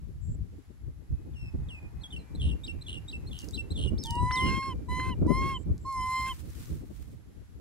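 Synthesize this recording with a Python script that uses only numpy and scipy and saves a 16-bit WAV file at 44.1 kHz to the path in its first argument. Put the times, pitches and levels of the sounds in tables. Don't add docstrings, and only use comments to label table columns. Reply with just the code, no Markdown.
import sys
import numpy as np
from scipy import signal
from scipy.fft import rfft, irfft, next_fast_len
from scipy.io import wavfile
from scipy.ndimage import uniform_filter1d, map_coordinates

SR = 44100
rng = np.random.default_rng(int(sys.argv[2]) if len(sys.argv) > 2 else 0)


def to_wav(sig):
    pcm = np.clip(np.atleast_2d(sig), -1, 1) * 32767
    pcm = np.round(pcm).astype(np.int16)
    wavfile.write(sys.argv[1], SR, pcm.T)


N = 335204

# (time from the start [s], pitch before scaling [Hz], relative level [dB])
HOOK = [(0, 3600, -9), (.004, 3850, -1), (.012, 4050, 0), (.015, 3850, -4), (.018, 3350, -20),
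        (.023, 3000, -26)]
LOOP = [(0, 2930, -2), (.005, 3870, -3), (0.01, 5150, 3), (0.016, 4200, -4), (0.02, 3060, 3),
        (0.026, 2720, 12), (.06, 2680, 9), (0.067, 2740, -6)]
TRILL = [(0, 3750, -22), (.028, 3650, -19), (.034, 3560, -1), (.044, 3400, 2), (.052, 2950, 0),
         (.166, 2860, 0), (.173, 2900, -18)]
WHISTLE = [(0, 3180, -13.5), (.004, 3840, 1), (.011, 5675, 0), (.045, 5490, 2), (0.051, 4060, 1.5),
           (0.088, 3247, 4.5), (.12, 3060, 5.5), (0.188, 2925, 2.5), (0.204, 3270, -30)]
SLUR = [(0, 4030, -5), (.005, 3450, -3), (0.024, 2890, 2), (.06, 2630, 2), (0.092, 2520, -2),
        (.11, 2520, -17), (.13, 2510, -5), (.16, 2530, -8), (.18, 2480, -19)]
PIP = [(0, 4010, -9), (.007, 3323, 3), (0.031, 3250, -1), (0.039, 3460, -14)]
DRAWL = [(0, 3560, -14), (.012, 3000, -18), (0.031, 2750, -1.5), (0.151, 2560, -0.5), (.17, 2540, -14),
         (.19, 2700, -16)]


def amp(db):
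    return 10 ** (np.asarray(db) / 20)


def unit(x):
    return x / np.sqrt(np.mean(x ** 2) + 1e-20)


def curves(rows, t):
    s, *cols = np.transpose(rows)
    return [np.interp(t, s, c) for c in cols]


def wobble(rate, size=N):
    knots = rng.standard_normal(int(size * rate / SR) + 4)
    return map_coordinates(knots, [np.arange(size) * rate / SR])


def ramp(t, start, end, rise, fall):
    return np.clip(np.minimum((t - start) / rise, (end - t) / fall), 0, 1)


def coloured(x, points):
    m = next_fast_len(x.shape[-1] + 8192)
    f, db = np.transpose(points)
    log_hz = np.log(np.fft.rfftfreq(m, 1 / SR) + 1)
    gain = amp(np.interp(log_hz, np.log(f + 1), db, -120, -120))
    return irfft(rfft(x, m) * gain, m)[..., :x.shape[-1]]


def noise(points):
    return unit(coloured(rng.standard_normal((2, N)), points))


def burst(size, points):
    return unit(coloured(rng.standard_normal(size), points))


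def add(track, s, sound):
    part = track[round(s * SR):][:len(sound)]
    part += sound[:len(part)]


def wind():
    # (time [s], thud level [dB], flutter level [dB])
    steady = [(0, -36, -55.5), (.55, -44.5, -54), (.67, -51, -59.5), (.9, -37.5, -53), (1.03, -47, -56.5),
              (1.3, -40.5, -52), (1.7, -38.5, -52.5), (2.3, -44, -51), (2.8, -38, -49.5),
              (3.42, -41.5, -49.5), (3.94, -29, -35.5), (4.32, -37, -47.5), (4.95, -36, -39.5),
              (5.17, -32.5, -39), (5.32, -28, -31.5), (5.82, -42, -51.5), (6.4, -40, -50.5),
              (7.6, -47, -54)]
    # (time [s], half width [s], thud level [dB], flutter level [dB])
    gusts = [(0.301, 0.059, -29.5, -54.5), (0.419, 0.038, -28.5, -59), (1.128, 0.04, -27, -50),
             (1.549, 0.014, -31, -30), (1.6, 0.056, -28, -47.5), (2.461, 0.13, -26, -42),
             (3.723, 0.017, -23.5, -45), (4.114, 0.019, -19.5, -58), (4.232, 0.056, -24, -36),
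             (4.469, 0.13, -28.5, -31.5), (5.02, 0.044, -30, -62), (5.226, 0.014, -30, -23),
             (5.449, 0.1, -27.5, -33.5), (5.698, 0.052, -23, -38.5), (6.733, 0.058, -30, -41.5)]
    # (frequency [Hz], density [dB per Hz])
    thud_colour = [(12, -65), (22, -16.5), (65, 2), (170, -12.5), (320, -39.5)]
    # (frequency [Hz], density [dB per Hz])
    flutter_colour = [(90, -12), (170, -1), (300, -1), (500, -13.5), (800, -30.5), (1500, -41.5)]
    t = np.arange(N) / SR
    lumps = np.tanh([wobble(20), wobble(16)])
    quick = np.array([wobble(45), wobble(45)])
    thud = unit(amp(7.1 * lumps) * noise(thud_colour))
    flutter = unit(amp(5.96 * lumps + 5.5 * quick) * noise(flutter_colour))
    thud_db, flutter_db = curves(steady, t)
    low, fast = sum(amp(dbs)[:, None] * ramp(t, s - half, s + half, half, half)
                    for s, half, *dbs in gusts)
    bumps = amp(2.7 * lumps) * (low * noise(thud_colour) + fast * noise(flutter_colour))
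    return amp(thud_db) * thud + amp(flutter_db) * flutter + bumps


def background():
    # (frequency [Hz], density [dB per Hz])
    hiss_colour = [(600, -3), (1400, 0), (2800, -4), (6000, -8), (7700, -7.5), (9300, -15.5), (12500, -16),
                   (15900, -19)]
    # (time [s], level [dB])
    hiss_levels = [(0, -71.5), (1.0, -71.5), (2.2, -68.5), (3.4, -67), (5, -69), (7.6, -70.5)]
    # (frequency [Hz], density [dB per Hz])
    chorus_colour = [(10200, -14), (10800, 0), (11500, 0), (12000, -14)]
    # (time [s], level [dB])
    drone_levels = [(0, -79), (1.3, -73), (1.7, -64), (2.6, -66.5), (3.5, -67), (7.6, -75.5)]
    drone_colour = [(400, -4.5), (800, 8.5), (1300, -1.5), (2200, -1)]
    t = np.arange(N) / SR
    hiss_db, drone_db = curves(hiss_levels, t)[0], curves(drone_levels, t)[0]
    hiss = amp(hiss_db + .6 * wobble(5)) * noise(hiss_colour)
    drone = amp(drone_db + .8 * wobble(14)) * noise(drone_colour)
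    chorus = amp(hiss_db - 8.5 + .7 * wobble(1.5)) * noise(chorus_colour)
    return hiss + drone + chorus


def grasshopper():
    # (time [s], length [s], level [dB])
    buzzes = [(0.2, 0.16, -64.5), (5.501, 0.14, -64), (5.783, .16, -67.5)]
    t = np.arange(N) / SR
    level = sum(amp(db) * ramp(t, s, s + length, .041, .0082) for s, length, db in buzzes)
    return level * noise([(6800, -18), (7600, -1), (8400, -36)])


def crickets():
    # (pitch [Hz], start [s], end [s], middle level of the sine's peak [dB])
    calls = [(2530, 0.94, 3.66, -78), (2347, 1.88, 3.43, -75), (2350, 3.5, 6, -77)]
    t, sound = np.arange(N) / SR, np.zeros(N)
    for hz, start, end, db in calls:
        waver = 1 + .003 * wobble(3) + .007 * wobble(60)
        level = ramp(t, start, end, .35, .47) * amp(db + 5 * np.tanh(wobble(12)))
        sound += level * np.sin(2 * np.pi * np.cumsum(hz * waver) / SR)
    return sound


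def bird():
    # (time [s], syllable shape, level [dB], pitch factor, stretch factor)
    song = [(1.335, DRAWL, -54.5, 1.01, 1.03), (1.685, SLUR, -50.5, 0.98, 1.14),
            (2.009, HOOK, -58.5, 1.075, 1.2), (2.032, PIP, -47.5, 1.006, 1.17),
            (2.103, HOOK, -50.5, 0.91, 1.03), (2.12, PIP, -46.5, 0.92, 1.1), (2.16, PIP, -43.5, 0.83, 0.63),
            (2.183, PIP, -64.5, 1.24, 1.3), (2.349, HOOK, -48, 1.03, 0.86), (2.366, TRILL, -45, .96, 1.02),
            (2.634, HOOK, -42, 0.96, 1.53), (2.661, LOOP, -51.5, 1.01, 0.92),
            (2.811, HOOK, -48.5, 1.03, 1.1), (2.836, TRILL, -45, .97, .9), (3.079, HOOK, -43, 0.98, 1.73),
            (3.109, LOOP, -51.5, 0.986, 0.97), (3.264, HOOK, -53, 1.07, 1.7), (3.281, TRILL, -51, .98, .98),
            (3.532, HOOK, -38.5, 1.01, 1.77), (3.558, LOOP, -48.5, 1, 0.91), (3.703, HOOK, -43, 1.033, 1.6),
            (3.727, TRILL, -42, 1.0, 1.0), (3.976, WHISTLE, -48, 0.96, 1.13),
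            (4.312, WHISTLE, -44.5, 0.97, 0.98)]
    beak = {2: [(5200, -29), (6200, -27), (7500, -14), (10000, -18), (11500, -26)], 3: [(7500, -26),
            (9100, -21), (10200, -28), (13000, -30)]}
    # (frequency [Hz], density [dB per Hz])
    breath_colour = [(2000, -20), (5000, -3), (9000, 0), (11000, -10), (15700, -15)]
    breath_db, loud_db, breath_grows = -26, -45, .7
    rough_db = -8
    held_above, held_db, held_third_db = 1.08, -3, -16
    nasal_db = 15
    track = np.zeros(N)
    for s, shape, db, pitch, stretch in song:
        t = np.arange(0, shape[-1][0] * stretch, 1 / SR)
        size = len(t)
        hz, level_db = (uniform_filter1d(c, size=90) for c in curves(shape, t / stretch))

        depth = .5 * ramp(t / stretch, .04, .155, .012, .02) * (1.15 - 2.5 * t) * (shape is TRILL)
        beat = 2 * np.pi * 82.5 * (t - .048 * stretch)
        flick = depth * (.5 + .5 * np.cos(beat)) ** 2.4
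        fall_db = 9 * depth * np.sin(beat)
        hz = pitch * hz * (1 + flick)
        turn = 2 * np.pi * np.cumsum(hz) / SR

        tone = np.sin(turn)
        for k, colour in beak.items():
            nasal = nasal_db * (shape is DRAWL and k == 2)
            overtone_db = curves(colour, k * hz)[0] + nasal + 3 * wobble(300, size)
            tone += amp(overtone_db) * np.sin(k * turn)
        tone += amp(breath_db + breath_grows * (db - loud_db)) * burst(size, breath_colour)
        tone += amp(rough_db) * np.sqrt(2 * np.abs(depth)) * wobble(895, size) * np.sin(turn)

        held_hz = held_above * hz / (1 + flick) * (1 + .025 * wobble(250, size))
        held = 2 * np.pi * np.cumsum(held_hz) / SR
        held_gain = 2 * depth * amp(held_db + 20 * flick + 3 * wobble(400, size))
        tone += held_gain * (np.sin(held) + amp(held_third_db) * np.sin(3 * held))

        shimmer_db = 2 * wobble(200, size)
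        level = amp(db + level_db - 26 * flick + fall_db + shimmer_db)
        add(track, s, np.sqrt(2) * ramp(t, 0, t[-1], .002, .002) * level * tone)
    return track


def rustles():
    # (peak time [s], rise [s], fall [s], level before the crackle [dB])
    swells = [(3.44, 0.19, 0.16, -61.5), (6.27, 0.32, 0.2, -55), (6.651, 0.31, 0.23, -56.5),
              (7.02, 0.21, 0.19, -65.5)]
    # (frequency [Hz], density [dB per Hz])
    grass_colour = [(600, -14), (1200, -4.5), (5000, -8), (8000, -7), (15700, -10.5)]
    t = np.arange(N) / SR
    level = sum(amp(db) * ramp(t, s - up, s + down, up, down) ** .98 for s, up, down, db in swells)
    crackle = amp(1.8 * wobble(45) + 2.87 * np.abs(wobble(300)))
    return level * crackle * noise(grass_colour)


def bites():
    # (time [s], noise level before attack and decay [dB])
    snaps = [(3.3892, -33.5), (3.3974, -39), (3.4074, -41), (3.4176, -39), (3.4436, -43), (3.4865, -38.5),
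             (3.5089, -41), (4.0372, -28.5), (4.0514, -40), (4.0584, -32), (4.0682, -34.5), (4.1071, -27),
             (4.1535, -35), (5.2689, -48), (5.7793, -47.5), (5.9254, -39), (6.5031, -47), (6.6563, -43)]
    # (frequency [Hz], density [dB per Hz])
    snap_colour = [(2500, -22), (4200, 5), (5000, 9.5), (8000, 2.5), (10500, -3), (16000, -13)]
    # (time [s], noise level before attack and decay [dB])
    knocks = [(4.3096, -26.5), (4.9982, -34)]
    # (frequency [Hz], density [dB per Hz])
    knock_colour = [(500, -47), (1100, -4.5), (2200, -10.5), (4000, -35)]
    attack_s = .0008
    track, t = np.zeros(N), np.arange(SR // 30) / SR
    attack = np.sin(np.pi / 2 * np.clip(t / attack_s, 0, 1)) ** 2
    for rows, colour, t60 in ((snaps, snap_colour, .009), (knocks, knock_colour, .02)):
        for s, db in rows:
            add(track, s, amp(db - 60 * t / t60) * attack * burst(len(t), colour))
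    return track


def monkey():
    # (time [s], pitch [Hz], first harmonic's level [dB],
    # mouth opening as second harmonic over the first [dB])
    coos = [
        [(4.055, 895, -47.5, -19), (4.197, 980, -31, -28), (4.371, 1027, -31.5, -0.5), (4.557, 1068, -35, -4),
         (4.685, 1076, -35, -14), (4.71, 1040, -39, -17)],
        [(4.89, 990, -40, -19), (4.916, 1003, -37, -6), (5.004, 1026, -35.5, -1), (5.088, 1037, -37.5, -7.5),
         (5.115, 1015, -40.5, -11)],
        [(5.28, 987, -39, -18), (5.304, 1013, -35.5, -10), (5.38, 1062, -31.5, -7.5), (5.496, 1091, -33, -8.5),
         (5.524, 1071, -33.5, -10), (5.555, 1046, -40, -18)],
        [(5.855, 1049, -38, -34), (5.887, 1081, -34, -24.5), (6.001, 1024, -33, -14),
         (6.157, 1040, -31.5, -6.5), (6.257, 1047, -34, -3), (6.305, 1056, -37, -12.5)],
    ]
    # (multiple of the pitch, relative level [dB])
    upper = [(4, 3), (5, -1), (6, -7), (7, -2), (8, -2), (9, 1), (10, 1), (11, -9)]
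    # (multiple of the pitch, relative level [dB])
    halves = [(1.5, -1.2), (2.5, 1)]
    # (time [s], length [s], level [dB])
    doubling = [(4.448, 0.147, -55), (4.617, 0.13, -65), (5.025, 0.086, -58), (5.417, 0.13, -59),
                (6.254, 0.045, -52.5)]
    rasp_colour = [(600, -23.5), (1500, -15), (2800, -18), (6000, -26), (9500, -19), (11800, -26)]
    attack_s, release_s = .01, .03
    sag_hz, fade_db, close_db = 105, 13, 1
    third_under_db = -16
    closing_db, closing_s = -44, .026
    track = np.zeros(N)
    for rows in coos:
        t = np.arange(rows[0][0] - attack_s, rows[-1][0] + release_s, 1 / SR)
        size = len(t)
        hz, first_db, open_db = (uniform_filter1d(c, size=300, mode="nearest")
                                 for c in curves(rows, t))
        end = np.clip((t - rows[-1][0]) / release_s, 0, 1) ** 1.8
        hz, first_db = hz - sag_hz * end, first_db - fade_db * end
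        second_db = first_db + open_db - close_db * end
        flash = ramp(t, t[-1] - 2 * closing_s, t[-1], closing_s * 1.43, closing_s * .61)
        third_db = 20 * np.log10(amp(second_db + third_under_db) + amp(closing_db) * flash)
        turn = 2 * np.pi * np.cumsum(hz * (1 + .0012 * wobble(60, size))) / SR

        def line(k, db, sway_db):
            sway = sway_db * wobble(22.8, size)
            return amp(db + sway) * np.sin(k * turn + rng.uniform(0, 2 * np.pi))

        voice = line(1, first_db, .65) + line(2, second_db, .99) + line(3, third_db, 3.6)
        upper_db = .66 * first_db + .32 * second_db - 24.5 - 20 * end
        for k, db in upper:
            drift_db = 7 * np.tanh(wobble(6, size)) + 2.5 * wobble(200, size)
            voice += line(k, upper_db + db + drift_db, 2.5)
        uneven = sum(amp(db) * ramp(t, s, s + length, .015, .015) for s, length, db in doubling)
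        voice += uneven * amp(5 * wobble(70, size)) * sum(line(k, db, 1) for k, db in halves)
        rasp = burst(size, rasp_colour) * (1 + np.sin(turn))
        voice += (amp(second_db - 26) + amp(-4) * uneven) * rasp
        add(track, t[0], np.sqrt(2) * ramp(t, t[0], t[-1], attack_s, .0043) ** 2 * voice)
    return track


def echoes(x):
    t = np.arange(SR // 5) / SR
    tail = rng.standard_normal((2, len(t))) * amp(-60 * t / .26)
    return signal.fftconvolve(x[None], tail / np.linalg.norm(tail[0]), axes=1)[:, :N]


def placed(x, count, pan_db):
    return np.array([x * amp(pan_db / 2), np.roll(x, count) * amp(-pan_db / 2)])


def scene():
    song, clicks, coo = bird(), bites(), monkey()
    near = placed(song, count=10, pan_db=-1) + clicks + placed(coo, count=2, pan_db=-1.8)
    far = echoes(amp(-15) * song + amp(-10) * clicks + amp(-26) * coo)
    field = background() + grasshopper() + crickets() + rustles()
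    return wind() + field + near + far


def record(dry):
    return coloured(dry, [(0, 0), (15850, 0)])


dry = scene()
out = record(dry)
to_wav(out)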